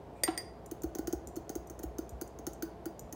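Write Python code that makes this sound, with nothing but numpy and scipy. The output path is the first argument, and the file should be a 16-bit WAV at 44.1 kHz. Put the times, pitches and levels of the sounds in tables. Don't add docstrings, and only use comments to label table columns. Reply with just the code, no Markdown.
import sys
import numpy as np
from scipy import signal
from scipy.fft import rfft, irfft, next_fast_len
from scipy.io import wavfile

SR = 44100
rng = np.random.default_rng(int(sys.argv[2]) if len(sys.argv) > 2 else 0)


def inscribe(sig):
    pcm = np.round(np.clip(np.atleast_2d(sig).T, -1, 1) * 32767)
    wavfile.write(sys.argv[1], SR, pcm.astype(np.int16))


N = 138915

# start in seconds, tick and thump levels in dB,
# thump pitch in Hz, thump t60 in seconds, then trims in dB for treble, glass ring and midrange.
STROKES = [(0.7118,-32,-36,327,0.048,4.5,-16,4.5), (0.834,-30.5,-32,329,0.073,2.5,-20,3.5),
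           (0.9499,-31.5,-33.5,340,0.026,-5.5,-8,0.5), (0.9848,-29.5,-29.5,319,0.048,0.5,-10,3),
           (1.072,-26.5,-32.5,346,0.061,-0.5,-7,3.5), (1.1258,-27.5,-28,332,0.05,-4.5,-21,-3),
           (1.3635,-33,-34.5,328,0.06,-1.5,-13,1), (1.493,-29.5,-30,310,0.02,-2.5,-6,1),
           (1.5528,-30,-33,339,0.051,-3.5,-10,-2.5), (1.698,-37,-46,328,0.062,-4,-21,-7),
           (1.7909,-36.5,-40,336,0.027,2,-16,0), (1.8325,-29.5,-34.5,320,0.047,6.5,-28,3.5),
           (1.9833,-29.5,-29.5,324,0.038,3,-6.5,3), (2.2118,-26,-35,338,0.043,0.5,-5,1),
           (2.3874,-42.5,-42.5,306,.041,-5,-16,-4), (2.4662,-24.5,-33.5,329,0.047,-2.5,-15,0),
           (2.6232,-24,-35,327,0.094,7,-6,9), (2.8557,-29,-36.5,331,0.084,3.5,-2.5,2.5),
           (3.1249,-32,-44,303,0.054,-3.5,-20,-4.5)]
# lag in seconds, relative level in dB.
REBOUNDS = [(.0025, -3.5), (.0062, -12.5), (.008, -10.5)]
# mode pitch in Hz, level in dB, t60 in seconds.
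TINE_MODES = [(1440, -14.5, 0.032), (1833, -16.5, 0.038), (3023, -17, 0.025), (3680, -22.5, 0.034),
              (4380, -19, 0.056), (5540, -18.5, 0.066), (6282, 0, 0.018), (6564, 4.5, 0.0068),
              (6520, -5.5, 0.0061), (8280, -17.5, 0.066), (10470, -5.5, 0.021), (10910, -5, 0.021),
              (12390, -3, 0.012), (13260, -6, 0.016), (14700, -15, .026), (16180, 0.5, .02)]
# frequency in Hz, gain in dB.
TICK_COLOUR = [(300, -25), (1400, 4.5), (2500, -12), (4000, -9.5), (6500, -0.5), (8000, -5), (11800, -8),
               (13500, -2), (15500, 12.5), (16500, 6)]
MAIN_NOTE_HZ, MIDRANGE_HZ, TREBLE_HZ = 4818, 4770, 9000


def ticks():
    out = np.zeros(N)
    for at, db, _, _, _, treble_db, ring_db, midrange_db in STROKES:
        tone = [(MIDRANGE_HZ, midrange_db), (MIDRANGE_HZ * 1.23, 0),
                (TREBLE_HZ * 0.66, 0), (TREBLE_HZ, treble_db)]
        for lag, rebound_db in [(0.001, 0)] + REBOUNDS:
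            crack = undb(-9) * burst(0.019, TICK_COLOUR, size=4096)
            tick = colour(crack + undb(-13.5) * contact_modes(TINE_MODES), tone)
            add(out, at + lag * (1 + 0.13 * rng.standard_normal()), undb(db + rebound_db) * tick)
        add(out, at, undb(db + ring_db - 30) * ring(MAIN_NOTE_HZ, t60=0.27))
    return out


# mode pitch in Hz, level in dB, t60 in seconds.
THUMP_UPPER_MODES = [(417, -26, 0.12), (746.5, -24.5, 0.12), (1422, -28.5, 0.037)]
THUMP_LAG_S, THUMP_RISE_S, CHOKE_S = 0.00549, 0.0019, 0.048


def thumps():
    out = np.zeros(N)
    size = 8192
    choke = np.exp(-(np.arange(size) / SR / CHOKE_S) ** 3)
    for at, _, db, hz, t60, *_ in STROKES:
        thump = ring(hz, t60, THUMP_RISE_S, size)
        for mode_hz, mode_db, mode_t60 in THUMP_UPPER_MODES:
            detune = 1 + 0.048 * rng.standard_normal()
            thump += undb(mode_db) * ring(mode_hz * detune, mode_t60, THUMP_RISE_S, size)
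        add(out, at + THUMP_LAG_S, undb(db + 10.5) * choke * thump)
    return out


def light_thump():
    return ring(328, t60=0.013, rise=THUMP_RISE_S)


# start in seconds, contact and ring levels in dB,
# ring length as a factor, tilt in dB per octave, trim of the main note in dB.
CLINKS = [(0.2353, -24, -23, 0.87, -0.1, -7), (0.3764, -32.5, -32.5, 0.73, -0.7, 9)]
GLASS_HZ = (1897, 1965, 2094, 4732, 4818, 8682, 8810, 13690)
# level in dB, t60 in seconds.
GLASS_MODES = [(-7.5, 0.046), (-9.5, 0.15), (-5.5, 0.036), (-1.5, 0.054), (-13.5, 0.24), (-8.5, 0.079),
               (4, 0.06), (-4.5, 0.046)]
# frequency in Hz, gain in dB.
CLINK_COLOUR = [(100, -31.5), (330, 9.5), (1100, -10.5), (2100, 3.5), (2700, -10.5), (3500, -2.5),
                (4200, -13.5), (5200, 0), (7000, 1), (9500, -6), (13500, -8.5), (14500, -14),
                (16000, -13.5)]


def clinks():
    out = np.zeros(N)
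    for at, contact_db, ring_db, length, tilt_db, note_db in CLINKS:
        glass = 0
        for hz, (db, t60) in zip(GLASS_HZ, GLASS_MODES):
            trim_db = tilt_db * np.log2(hz / MAIN_NOTE_HZ) + note_db * (hz == MAIN_NOTE_HZ)
            glass += undb(db + trim_db) * ring(hz, t60 * length, rise=0.00098)
        add(out, at, undb(ring_db) * glass + undb(contact_db) * burst(0.029, CLINK_COLOUR))
        add(out, at + THUMP_LAG_S, undb(contact_db - 15) * light_thump())
    return out


# mode pitch in Hz, level in dB, t60 in seconds.
KNOCK_MODES = [(328, -1, 0.068), (729, -7, 0.062), (1363, -19, 0.036)]


def knock(at=0.2785):
    out = np.zeros(N)
    crack_colour = [(100, -43), (400, 1.5), (1400, 10), (2400, 0), (3400, 0), (5000, -8), (12000, -61)]
    thump = sum(undb(db) * ring(hz, t60, rise=0.0035) for hz, db, t60 in KNOCK_MODES)
    add(out, at, undb(-32.5) * burst(0.072, crack_colour))
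    add(out, at + 0.0045, undb(-15.5) * thump)
    return out


# start in seconds, level in dB.
GRAZES = [(0.6608,-39), (0.82,-37), (1.2727,-33), (1.286,-46.5), (1.358,-39.5), (1.6719,-42), (1.83,-43),
          (2.093,-38.5), (2.106,-55), (2.276,-44.5), (2.533,-39.5), (2.994,-32.5)]
# mode pitch in Hz, level in dB, t60 in seconds.
FREE_TINE_MODES = [(6070, -9, 0.027), (6130, -9.5, 0.036), (7050, 7.5, 0.0087), (7300, -28.5, 0.025),
                   (8350, -24.5, .028), (8400, -11, 0.074), (10700, -9, 0.015), (11900, -0.5, 0.011),
                   (13300, -12.5, 0.017), (14800, -11, .015)]
# frequency in Hz, gain in dB.
GRAZE_COLOUR = [(1500, -12), (4800, -51), (6500, 23), (9500, 4), (12000, 12), (16000, 18)]


def grazes(skip_s=0.0021, fall_db=6):
    out = np.zeros(N)
    for at, db in GRAZES:
        for touch in range(3):
            ping = undb(-10.5) * contact_modes(FREE_TINE_MODES)
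            crack = undb(-19) * burst(0.02, GRAZE_COLOUR, size=4096)
            lag = touch * skip_s * (0.5 + rng.random())
            add(out, at + lag, undb(db - touch * fall_db) * (ping + crack))
        add(out, at + THUMP_LAG_S, undb(db + 4) * light_thump())
    return out


# frequency in Hz, gain in dB.
SLIDE_COLOUR = [(1200, -19), (2000, -11.5), (2400, 10), (2900, -11), (6000, -15.5), (8000, -5),
                (9000, -8.5), (11000, -22)]


def slide(start_s=0.15, length_s=0.081):
    swell = np.sin(np.pi * np.clip((np.arange(N) / SR - start_s) / length_s, 0, 1))
    grains = rng.standard_normal(N) * rng.exponential(size=N)
    return undb(-72) * colour(grains * np.sqrt(abs(swell)), SLIDE_COLOUR)


# start in seconds, level in dB.
SHUDDERS = [(.845, -32.5), (0.998, -43), (1.142, -33.5), (1.261, -38), (1.39, -41), (1.569, -40.5),
            (1.698, -46), (1.849, -33.5), (1.999, -42), (2.123, -32.5), (2.232, -48), (2.478, -45),
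            (3.022, -38)]


def shudders():
    out = np.zeros(N)
    for at, db in SHUDDERS:
        hz = 60.6 * (1 + 0.022 * rng.standard_normal())
        add(out, at, undb(db) * ring(hz, t60=0.24, rise=0.004))
    return out


# delay at the microphone in seconds, relative level in dB.
ECHOES = [(.0021, -24), (.0058, -14.5), (0.0145, -18)]


def echoes(x):
    out = np.zeros(N)
    for lag, db in ECHOES:
        add(out, lag, undb(db) * x)
    return out


# band centre in Hz, level in dB, t60 in seconds.
REVERB_BANDS = [(324, -16, 0.97), (1010, -6.5, 0.37), (2500, -9, 0.4), (6000, -12, 0.28), (9300, -14, 0.23),
                (15100, -13, 0.14)]


def kitchen_reverb(x, size=32768):
    log_hz = np.log(np.fft.rfftfreq(size, 1 / SR) + 1)
    centres = np.log([row[0] for row in REVERB_BANDS])
    noise = rfft(rng.standard_normal(size))
    tail = 0
    for share, (_, db, t60) in zip(np.eye(len(REVERB_BANDS)), REVERB_BANDS):
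        band = irfft(noise * np.interp(log_hz, centres, share))
        envelope = fade(t60, size) * (1 - fade(0.12, size))
        tail += undb(db) * band * envelope / np.linalg.norm(envelope)
    return signal.fftconvolve(x, tail)[:N]


# frequency in Hz, gain in dB.
AIR_COLOUR = [(24, -26.5), (40, 3.5), (109, 0), (176, -4), (283, -4), (337, -1.5), (444, 1.5), (491, -3.5),
              (680, -2), (1090, -12), (1240, -17.5), (2380, -27.5), (4460, -34.5), (4930, -35), (6170, -38),
              (8990, -41.5), (16000, -45)]
# pitch in Hz, level in dB.
HUM_TONES = [(60, -59), (120, -65.5), (152, -65.5), (180, -64.5), (241, -67), (428, -64), (541, -67),
             (662, -63.5), (703, -64)]


def room_tone():
    t = np.arange(N) / SR
    hum = 0
    for hz, db in HUM_TONES:
        drift = np.cumsum(rng.standard_normal(N)) * hz * 4e-5
        hum += undb(db) * np.sqrt(2) * np.sin(2 * np.pi * hz * t + drift)
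    return undb(-50.5) * colour(rng.standard_normal(N), AIR_COLOUR) + hum


def undb(db):
    return 10 ** (np.asarray(db) / 20)


def add(out, at, sound):
    i = int(at * SR)
    out[i:i + len(sound)] += sound[:N - i]


def colour(x, points):
    size = next_fast_len(2 * len(x), real=True) // 2 * 2
    hz, db = np.array(points).T
    log_hz = np.log(np.fft.rfftfreq(size, 1 / SR) + 1)
    cepstrum = irfft(np.log(undb(np.interp(log_hz, np.log(hz), db))))
    cepstrum[1:size // 2] *= 2
    cepstrum[size // 2 + 1:] = 0
    response = np.exp(rfft(cepstrum))
    return irfft(rfft(x, size) * response / np.sqrt(np.mean(abs(response) ** 2)))[:len(x)]


def fade(t60, size):
    return np.exp(-np.log(1000) * np.arange(size) / SR / max(t60, 1e-3))


def ring(hz, t60, rise=1e-4, size=22050):
    t = np.arange(size) / SR
    return np.sin(2 * np.pi * hz * t) * fade(t60, size) * (1 - np.exp(-(t / rise) ** 2))


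def burst(t60, points, size=22050):
    return colour(rng.standard_normal(size) * fade(t60, size), points)


def contact_modes(table, spread_db=3, detune=0.007):
    chance = rng.standard_normal((len(table), 2))
    return sum(undb(db + spread_db * louder) * ring(hz * (1 + detune * sharper), t60, size=4096)
               for (hz, db, t60), (louder, sharper) in zip(table, chance))


def scene():
    bright = ticks() + grazes() + clinks() + slide()
    dull = signal.sosfilt(signal.butter(2, 184, "high", fs=SR, output="sos"), thumps() + knock())
    direct = bright + dull
    heard = direct + echoes(bright) + kitchen_reverb(direct) + shudders() + room_tone()
    return heard[None]


def record(dry):
    thin = signal.sosfilt(signal.butter(4, 51, "high", fs=SR, output="sos"), dry)
    return signal.sosfilt(signal.ellip(8, 0.2, 70, 15750, fs=SR, output="sos"), thin)


dry = scene()
out = record(dry)
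inscribe(out)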